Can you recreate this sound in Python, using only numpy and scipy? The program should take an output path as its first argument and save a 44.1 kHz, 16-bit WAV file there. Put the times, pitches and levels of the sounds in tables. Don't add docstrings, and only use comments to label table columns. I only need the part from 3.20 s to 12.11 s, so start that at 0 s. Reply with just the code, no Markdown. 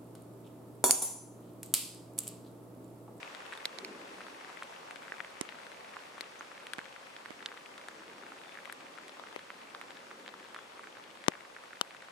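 import sys
import numpy as np
from scipy import signal
from scipy.io import wavfile

SR = 44100
rng = np.random.default_rng(int(sys.argv[2]) if len(sys.argv) > 2 else 0)


def store_wav(level_fs):
    pcm = np.round(np.clip(np.atleast_2d(level_fs), -1, 1) * 32767)
    wavfile.write(sys.argv[1], SR, pcm.T.astype(np.int16))


N = 392931

# time_s, level_db
RAIN_STRENGTH = [(0.0, -51), (0.35, -52.5), (4.57, -55.5), (5.34, -55), (8.91, -57)]
# freq_hz, density_db
WASH_SPECTRUM = [(25, -23), (70, -19.5), (170, -8), (400, -5), (550, -1), (660, -2.5), (1000, -1),
                 (1600, -5), (2700, -6.5), (5000, -13), (8800, -20.5), (12000, -29.5), (14500, -38),
                 (16000, -47)]
# freq_hz, correlation
WASH_CORRELATION = [(50, 0.23), (130, 0.49), (300, 0.5), (520, 0.37), (700, 0.19), (1400, 0.17),
                    (3000, -0.064), (7000, 0.48), (14000, 1)]
# freq_hz, lean_db
WASH_LEAN = [(60, 0), (150, -1), (380, 0), (950, 0), (2380, 3), (5980, -0.5), (15000, 0)]
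# time_s, level_db
RUSH_LEVEL = [(0.0, -63), (0.3, -62), (0.47, -70), (0.58, -52), (0.75, -51), (0.85, -55.5), (1.05, -56.5),
              (1.5, -68), (1.85, -62.5), (2.6, -65.5), (3.0, -64), (4.05, -69), (4.2, -61.5), (4.5, -65.5),
              (4.95, -57), (5.3, -63.5), (5.95, -60.5), (6.15, -66), (7.05, -58.5), (7.45, -66),
              (7.6, -60.5), (8.9, -74.5)]
# freq_hz, density_db
RUSH_SPECTRUM = [(20, -40), (90, -33), (130, -18.5), (200, -3.5), (290, -1.5), (460, -1.5), (640, -11),
                 (1200, -41)]
# time_s, centre_hz
RUSH_EMPHASIS = [(0.0, 460), (0.6, 450), (0.65, 310), (1.0, 340), (8.9, 322)]
# start_s, length_s, start_hz, end_hz, level_db
BIRD_NOTES = [(5.24, 0.095, 3760, 3350, -67), (7.338, 0.08, 3610, 3230, -65.5)]
# start_s, pitch_hz, level_db
RINGING_DRIPS = [(0.3362, 3650, -50), (0.3747, 3660, -50), (3.192, 6300, -53)]
# freq_hz, width_hz, relative_db
HOUSING_MODES = ([(1330, 390, 0)], [(2170, 430, 0)], [(3050, 240, 3.5), (3710, 260, 2.5), (4350, 640, -5)],
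                 [(5400, 470, 4), (5950, 650, 4)])
# start_s, thud_db, thud_hz, thud_width_ratio, low_ring_db, mid_ring_db,
# high_ring_db, top_ring_db, spray_db, spray_top_hz, thud_lean_db, ring_lean_db
HOUSING_HITS = [(2.2118, -31, 248, 1.03, -54, -37.5, -40, -37.5, -37.5, 11700, -12, -6.5),
                (3.5839, -40, 225, 1.06, -43, -46, -67, -66, -69, 11000, -13, -6),
                (4.1061, -41.5, 280, 0.7, -52, -49, -58, -70, -75, 11000, -10.5, -8),
                (6.162, -37, 370, 0.8, -48, -40.5, -62, -66, -66, 13000, 19, 8),
                (8.083, -19, 200, 1.88, -28, -27.5, -29, -31.5, -39.5, 10900, 11, 11.5),
                (8.6124, -32, 190, 2.2, -27, -55, -26.5, -36, -41, 14500, 11, 8)]
# start_s, tick_db, pitch_hz, thud_db, snap_db, snap_hz, snap_width_hz,
# spray_db, spray_top_hz, lean_db
NEAR_SPLATS = [(0.4547, -37.5, 2000, -46, -28.5, 3830, 1010, -45.5, 15500, 0),
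               (0.5866, -46, 2020, -52, -38.5, 3980, 1380, -54, 12500, -25),
               (0.648, -40.5, 2460, -52, -40, 4500, 1100, -56, 13000, -5),
               (3.0088, -38.5, 2140, -46.5, -37, 3970, 830, -48.5, 15500, 8),
               (3.5345, -35.5, 1540, -57, -37.5, 3070, 1150, -45, 10000, 6),
               (4.2602, -43, 1500, -56, -33, 3460, 1450, -54.5, 12100, -2),
               (4.685, -40, 1480, -55, -50, 3360, 920, -53.5, 12000, 2),
               (5.525, -42, 1750, -56, -50, 3700, 780, -47.5, 14500, 6),
               (6.6136, -46, 1150, -61, -44.5, 2120, 900, -60, 13000, -5)]
# start_s, tick_db, pitch_hz, width_ratio, snap_re_tick_db, spray_re_tick_db, lean_db
FABRIC_TICKS = [(0.0298, -39.5, 2200, 0.36, -14, -31, 14), (0.1488, -45, 1420.0, 0.67, -2.5, -16, 17),
                (0.3238, -41, 1820, 0.36, -27, -27, 12), (0.329, -40, 1500.0, 0.23, -19, -21, -4),
                (0.3353, -43.5, 1930.0, 0.44, -11, -19, -2), (0.375, -49, 1630, 0.48, -6, -9, 2),
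                (0.406, -49, 2080.0, 0.38, -21, -22, 14), (0.4933, -53, 1030.0, 0.44, -14, -29, 4),
                (1.0062, -44.5, 1350, 0.25, -20, -30, 4), (1.0152, -48.5, 2280, 0.45, -21, -25, 2),
                (1.067, -47, 1410.0, 0.44, -9, -27, 8), (1.083, -48.5, 1450.0, 0.45, -22, -29, 2),
                (1.146, -52, 2200, 0.42, -20, -29, 2), (1.2472, -44.5, 1570.0, 0.47, -16, -29, 18),
                (1.2948, -47.5, 1000, 0.42, -20, -29, 7), (1.3725, -44.5, 2000, 0.28, -20, -25, 12),
                (1.4238, -37, 1240, 0.47, -27, -33, 0), (1.4329, -50, 2200.0, 0.36, -2, -5, 0),
                (1.7096, -42, 1650, 0.86, -18, -16, 2), (1.7594, -45.5, 1710.0, 0.74, -6, -17, 13),
                (1.881, -45, 1510.0, 0.48, -21, -28, 7), (1.9209, -34.5, 1670, 0.26, -33, -38, -2),
                (1.9401, -45, 1520.0, 0.23, -24, -31, 2), (1.9824, -49, 1660.0, 0.46, -12, -24, 11),
                (2.0037, -33, 1650, 0.44, -37, -37, 8), (2.0471, -44, 1850.0, 0.66, -21, -32, -5),
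                (2.2902, -41.5, 1950.0, 1, -12, -24, 11), (2.3233, -46, 1610, 0.62, -22, -30, 3),
                (2.3456, -50, 1330.0, 0.48, -19, -28, 5), (2.4017, -53, 1900, 0.42, -20, -29, 3),
                (2.4672, -46, 1580.0, 0.27, -9, -20, 15), (2.5179, -48.5, 1690.0, 0.51, -10, -21, 11),
                (2.5452, -53, 2100, 0.42, -20, -29, 4), (2.5722, -52, 2100, 0.42, -20, -29, -9),
                (2.6076, -51.5, 1800, 0.42, -20, -29, 1), (2.7676, -38.5, 1200, 0.3, -25, -34, -5),
                (2.9803, -43.5, 1050.0, 0.43, -15, -26, 1), (3.209, -39.5, 1360, 0.28, -22, -33, 0),
                (3.3162, -46, 1250.0, 0.51, -22, -30, 5), (3.3784, -49, 1850.0, 0.48, -15, -29, -7),
                (3.4686, -43.5, 2470, 0.93, -18, -14, -2), (3.5901, -36.5, 1630.0, 0.36, -18, -25, 1),
                (3.6143, -50, 1420.0, 0.46, -23, -31, 6), (3.6558, -49, 2060, 0.14, -5, -30, 13),
                (3.6618, -48.5, 1580.0, 0.43, -18, -27, 6), (3.7625, -45, 1590.0, 0.7, -23, -33, 10),
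                (3.9647, -44.5, 1920.0, 0.48, -6, -29, -5), (4.0131, -53, 1550.0, 0.46, -19, -31, 17),
                (4.0585, -41, 1550, 0.48, -20, -25, -3), (4.206, -48, 1510.0, 0.39, -24, -28, 5),
                (4.2264, -46, 1260.0, 0.52, -5, -31, 0), (4.2873, -49, 2180.0, 0.44, -19, -29, 12),
                (4.317, -44, 1320.0, 0.43, -25, -32, -1), (4.3252, -47.5, 1430.0, 0.44, -17, -29, 8),
                (4.3742, -50, 1920.0, 0.39, -3, -30, 7), (4.4599, -47.5, 2500, 0.36, -19, -23, 5),
                (4.5793, -49.5, 1680.0, 0.38, -0.5, -11, 0), (5.0355, -46, 1370, 0.18, -23, -28, 10),
                (5.065, -48, 1670.0, 0.59, -19, -29, -1), (5.1205, -45, 1240, 0.42, -22, -29, 1),
                (5.2154, -50, 1430.0, 0.45, -12, -20, 4), (5.2365, -52, 2500, 0.42, -18, -29, 13),
                (5.3536, -46, 1710.0, 0.25, -21, -28, 10), (5.3731, -44, 1690.0, 0.31, -25, -30, -2),
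                (5.3878, -44, 1670.0, 0.19, -26, -31, -2), (5.4554, -42.5, 2120, 0.35, -16, -18, 14),
                (5.4754, -46.5, 1050, 0.34, -23, -30, -3), (5.498, -39.5, 1470.0, 0.55, -30, -36, 7),
                (5.777, -47.5, 1630.0, 0.58, -14, -31, 8), (5.7849, -44, 1320.0, 0.44, -26, -26, 8),
                (5.8818, -52.5, 1890.0, 0.4, -1, -5, -1), (5.894, -49.5, 940, 0.68, 0, -32, 10),
                (5.9965, -42.5, 915, 0.37, -9, -27, 7), (6.0373, -43.5, 1320, 0.37, -27, -32, -3),
                (6.0712, -46.5, 1610.0, 0.42, -25, -30, 12), (6.0857, -51, 1900.0, 0.41, -17, -27, 10),
                (6.1273, -49.5, 1290.0, 0.38, -6, -29, 11), (6.1926, -47, 1580.0, 0.42, -7, -27, 3),
                (6.3032, -40, 1460.0, 0.66, -28, -36, -1), (6.416, -54, 2500.0, 0.43, -19, -27, 4),
                (6.5484, -40, 1240, 0.38, -6.5, -36, 0), (6.7064, -47.5, 1620.0, 0.46, -4, -21, 5),
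                (6.7705, -50, 1790.0, 0.35, -2.5, -32, 6), (6.9068, -50.5, 1620.0, 0.29, -24, -28, 0),
                (6.9126, -44.5, 1310, 0.66, -24, -33, -4), (7.062, -48.5, 1920.0, 0.5, -8, -27, 9),
                (7.079, -45, 1440.0, 0.97, -1, -23, -4), (7.0896, -48, 1160.0, 0.66, -4, -29, 11),
                (7.14, -43.5, 1140, 0.3, -14, -32, 7), (7.1952, -56, 1900.0, 0.49, -14, -29, 11),
                (7.2421, -54, 1460.0, 0.42, -4, -20, 7), (7.2484, -51, 1320.0, 0.45, -19, -30, 4),
                (7.3459, -42.5, 1330.0, 0.75, -9, -16.5, -3), (7.3626, -40, 1380.0, 0.26, -25, -33, 1),
                (7.389, -43.5, 1340.0, 0.42, -21, -34, 5), (7.5937, -43, 1190.0, 0.31, -26, -32, 1),
                (7.635, -50, 1500.0, 0.48, -25, -19, 2), (7.6413, -47.5, 1450.0, 0.45, -25, -28, -4),
                (7.6719, -46, 1600.0, 0.45, -27, -33, -3), (7.7697, -47.5, 1420.0, 0.46, -15, -27, -2),
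                (7.7982, -54, 1650, 0.42, -20, -29, 14), (7.9729, -50, 1410.0, 0.47, -7, -29, 14),
                (8.04, -47, 1890.0, 0.37, -6, -14, 6), (8.0642, -46, 1640.0, 0.55, -6, -32, 11),
                (8.1203, -44.5, 1680.0, 0.46, -25, -25, 8), (8.1369, -47, 1690.0, 0.53, -19, -30, 1),
                (8.1527, -45.5, 1340.0, 0.39, -22, -30, -2), (8.2074, -48, 1940.0, 0.46, -22, -23, 7),
                (8.2503, -49, 1790.0, 0.29, -23, -29, -6), (8.3646, -43, 1600.0, 0.16, -30, -29, -1),
                (8.3855, -51, 1500, 0.25, -20, -29, -2), (8.4383, -49, 1380.0, 0.42, -19, -18, -9),
                (8.5073, -50.0, 1700, 0.42, -20, -29, -2), (8.5317, -44, 1530.0, 0.49, -22, -29, -1),
                (8.557, -54, 1750.0, 0.6, -5, -29, -3), (8.7078, -49, 1900, 0.58, -13, -31, -3),
                (8.7477, -47, 1380, 0.3, -12, -24, -1), (8.8235, -48.5, 1580.0, 0.41, -18, -29, 6),
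                (8.885, -47.5, 1300.0, 0.46, -13, -30, -1)]

HIT_SAMPLES, HIT_RMS_S = 1024, .005
FABRIC_LOWPASS = signal.butter(3, 3000, fs=SR, output="ba")


def from_db(db):
    return 10 ** (np.asarray(db) / 20)


def unit_rms(x):
    return x / np.sqrt(np.mean(x ** 2) + 1e-20)


def over_time(curve):
    return np.interp(np.arange(N) / SR, *np.transpose(curve))


def at_hz(curve, hz):
    freqs_hz, values = np.transpose(curve)
    return np.interp(np.log(hz), np.log(freqs_hz), values)


def pan(lean_db):
    return unit_rms(from_db([[lean_db / 2], [-lean_db / 2]]))


def off_centre(x, lean_db, lag_s):
    t = np.arange(x.shape[1]) / SR
    is_far = (lean_db < 0, lean_db > 0)
    ears = [np.interp(t - lag_s * far, t, ear, left=0) for ear, far in zip(x, is_far)]
    return pan(lean_db) * np.array(ears)


def drift(rate_hz):
    knots = rng.standard_normal(int(N / SR * rate_hz) + 2)
    return unit_rms(np.interp(np.arange(N) / SR * rate_hz, np.arange(len(knots)), knots))


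def resonate(x, hz, width_hz):
    r, w = np.exp(-np.pi * width_hz / SR), 2 * np.pi * hz / SR
    return signal.lfilter(np.array([1, 0, -1]) * (1 - r * r) / 2, [1, -2 * r * np.cos(w), r * r], x)


def lowpass(x, hz):
    r = np.exp(-2 * np.pi * hz / SR)
    return signal.lfilter([1 - r], [1, -r], x)


def at_level(hit, db):
    return from_db(db) * unit_rms(hit) * np.sqrt(HIT_RMS_S * SR / HIT_SAMPLES)


def add(out, start_s, sound):
    start = int(np.clip(start_s * SR, 0, N - 1))
    out[:, start:start + sound.shape[1]] += sound[:, :N - start]


def noise_bands(spectrum, correlation, edges_hz, flicker_db):
    white = rng.standard_normal((2, 2, N))
    for k, (low_hz, high_hz) in enumerate(zip(edges_hz, edges_hz[1:])):
        bandpass = signal.butter(2, [low_hz, high_hz], "band", fs=SR, output="sos")
        mid, side = signal.sosfilt(bandpass, white[k % 2])
        hz = np.sqrt(low_hz * high_hz)
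        alike = np.clip(at_hz(correlation, hz), -.95, .95)
        ears = np.sqrt(1 + alike) * mid + np.sqrt(1 - alike) * side * [[1], [-1]]
        yield hz, ears * from_db(at_hz(spectrum, hz) + flicker_db * drift(rate_hz=20))


def far_rain(wash_db, hiss_db):
    edges_hz = np.geomspace(20, 17000, 27)
    wash, hiss = 0, 0
    for hz, band in noise_bands(WASH_SPECTRUM, WASH_CORRELATION, edges_hz, flicker_db=0.68):
        band = band * pan(at_hz(WASH_LEAN, hz))
        if hz < 2500:
            wash += band
        else:
            hiss += band
    return from_db(wash_db) * unit_rms(wash) + from_db(hiss_db) * unit_rms(hiss)


def low_rush(falloff_db_per_octave=3.5):
    edges_hz = np.geomspace(80, 1200, 14)
    centre_hz = over_time(RUSH_EMPHASIS)
    rush = 0
    for hz, band in noise_bands(RUSH_SPECTRUM, [(100, 0.91), (400, 1.0)], edges_hz, flicker_db=1.2):
        rush += band * from_db(-falloff_db_per_octave * np.abs(np.log2(hz / centre_hz)))
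    return from_db(over_time(RUSH_LEVEL)) * unit_rms(rush)


def far_bird(echo_decay_s=0.056, echo_db=0.5):
    out, t = np.zeros((2, N)), np.arange(SR // 2) / SR
    for start_s, length_s, start_hz, end_hz, level_db in BIRD_NOTES:
        samples = int(length_s * SR)
        phase = 2 * np.pi * np.cumsum(np.linspace(start_hz, end_hz, samples)) / SR
        note = from_db(level_db) * unit_rms(np.hanning(samples) ** .5 * np.sin(phase))
        echoes = rng.standard_normal((2, len(t))) * np.sqrt(t) * np.exp(-t / echo_decay_s)
        echoes = from_db(echo_db) * unit_rms(echoes) / np.sqrt(len(t))
        add(out, start_s, pan(0) * note)
        add(out, start_s, signal.fftconvolve(echoes, note[None]))
    return out


def impact(scatter_db, decay_s, lag_s, build_s=0.00081):
    t = np.arange(HIT_SAMPLES) / SR
    skew_s = rng.uniform(-1.52, 1) * lag_s
    delay_s = np.maximum([[skew_s], [-skew_s]], 0)
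    push = np.sinc((t - delay_s) * SR - 4)
    envelope = np.exp(-t / decay_s) * (1 - np.exp(-(t / build_s) ** 2))
    scatter = rng.standard_normal((2, HIT_SAMPLES)) * envelope
    return push + from_db(scatter_db) * unit_rms(scatter) / np.sqrt(HIT_SAMPLES)


def spray(push, top_hz):
    crack = resonate(resonate(push, 8150, 3300), 9800, 8200)
    return signal.lfilter(*signal.butter(3, top_hz, fs=SR), crack)


def drips():
    out = np.zeros((2, N))
    for start_s, pitch_hz, level_db in RINGING_DRIPS:
        push = impact(scatter_db=-2, decay_s=0.002, lag_s=.00003)
        add(out, start_s, at_level(resonate(push, pitch_hz, width_hz=130), level_db))
    return out


def housing_knocks(shudder_db=-21.5, shudder_decay_s=0.011):
    out, t = np.zeros((2, N)), np.arange(HIT_SAMPLES) / SR
    for hit in HOUSING_HITS:
        start_s, thud_db, thud_hz, width_ratio, *rings_db, spray_db, top_hz, thud_lean_db, lean_db = hit
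        push = impact(scatter_db=-10.5, decay_s=0.00094, lag_s=.00001)
        force = lowpass(lowpass(push, 8800), 8800)
        shell = 0
        for modes, ring_db in zip(HOUSING_MODES, rings_db):
            ring = sum(from_db(db) * resonate(force, hz, width_hz) for hz, width_hz, db in modes)
            shell += at_level(ring, ring_db)
        shell = off_centre(shell, lean_db, lag_s=0.00024)
        shudder = rng.standard_normal((2, HIT_SAMPLES)) * np.exp(-t / shudder_decay_s)
        shove = push + from_db(shudder_db) * unit_rms(shudder) / np.sqrt(HIT_SAMPLES)
        thud = resonate(shove, thud_hz, width_ratio * thud_hz)
        thud = lowpass(resonate(thud, thud_hz, 2.6 * width_ratio * thud_hz), 1200)
        thud = off_centre(at_level(thud, thud_db), thud_lean_db, lag_s=0.00074)
        crack = pan(0.25 * lean_db) * at_level(spray(push, top_hz), spray_db)
        add(out, start_s, shell + crack - thud)
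    return out


def fabric_drop(tick_db, pitch_hz, thud_db, snap_db, snap_hz, snap_width_hz,
                spray_db, top_hz, lean_db, width_ratio, thud_hz=296):
    push = impact(scatter_db=-8, decay_s=0.0025, lag_s=.00005)
    ring = resonate(resonate(push, pitch_hz, width_ratio * pitch_hz), pitch_hz, 3.1 * pitch_hz)
    tick = signal.lfilter(*FABRIC_LOWPASS, lowpass(ring, 1900))
    snap = lowpass(resonate(resonate(push, snap_hz, snap_width_hz), snap_hz, 3200), 3400)
    thud = lowpass(resonate(resonate(push, thud_hz, 470), .5 * thud_hz, 1120), 1100)
    crack = spray(push.mean(axis=0), top_hz)
    body = at_level(tick, tick_db) - at_level(snap, snap_db)
    return pan(lean_db) * body + at_level(crack, spray_db) - at_level(thud, thud_db)


def dull_tick(tick_db, pitch_hz, width_ratio, snap_re_tick_db, spray_re_tick_db, lean_db):
    return fabric_drop(tick_db, pitch_hz, thud_db=tick_db - 16.5,
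                       snap_db=tick_db + snap_re_tick_db, snap_hz=3330, snap_width_hz=1200,
                       spray_db=tick_db + spray_re_tick_db, top_hz=12000,
                       lean_db=lean_db, width_ratio=width_ratio)


def patter(rain_db, drops_per_s=80, centre_hz=1564, spread_octaves=0.47):
    out, count = np.zeros((2, N)), int(drops_per_s * N / SR)
    for (when, faintness), (tone, wet, side) in zip(rng.random((count, 2)),
                                                    rng.standard_normal((count, 3))):
        tick_db = -49.5 - 9 * faintness ** 0.39 + rain_db[int(when * N)]
        pitch_hz = np.clip(centre_hz * 2 ** (spread_octaves * tone), 700, 3000)
        splash_db = -16 + 3.5 * wet
        tick = dull_tick(tick_db, pitch_hz, width_ratio=0.37, snap_re_tick_db=splash_db,
                         spray_re_tick_db=splash_db - 5.5, lean_db=5.5 + 7 * side)
        add(out, when * N / SR, tick)
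    return out


def port_ring(x):
    alike = from_db(-2) * resonate((x[0] + x[1]) / 2, hz=543, width_hz=28)
    opposed = from_db(7.5) * resonate((x[0] - x[1]) / 2, hz=867, width_hz=55)
    return x + alike + opposed * [[1], [-1]]


def big_drops():
    out = np.zeros((2, N))
    for start_s, *tick in FABRIC_TICKS:
        add(out, start_s, dull_tick(*tick))
    for start_s, *splat in NEAR_SPLATS:
        add(out, start_s, fabric_drop(*splat, width_ratio=0.24))
    return out


def scene():
    rain_db = over_time(RAIN_STRENGTH)
    rain_db -= rain_db.mean()
    wash = far_rain(wash_db=-53 + rain_db, hiss_db=-59.5 + 0.68 * rain_db)
    fine_rain = port_ring(wash + patter(rain_db))
    return fine_rain + big_drops() + low_rush() + housing_knocks() + drips() + far_bird()


def record(dry):
    cutoff_hz = 15700
    return signal.sosfilt(signal.ellip(10, .1, 70, cutoff_hz, fs=SR, output="sos"), dry)


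dry = scene()
out = record(dry)
store_wav(out)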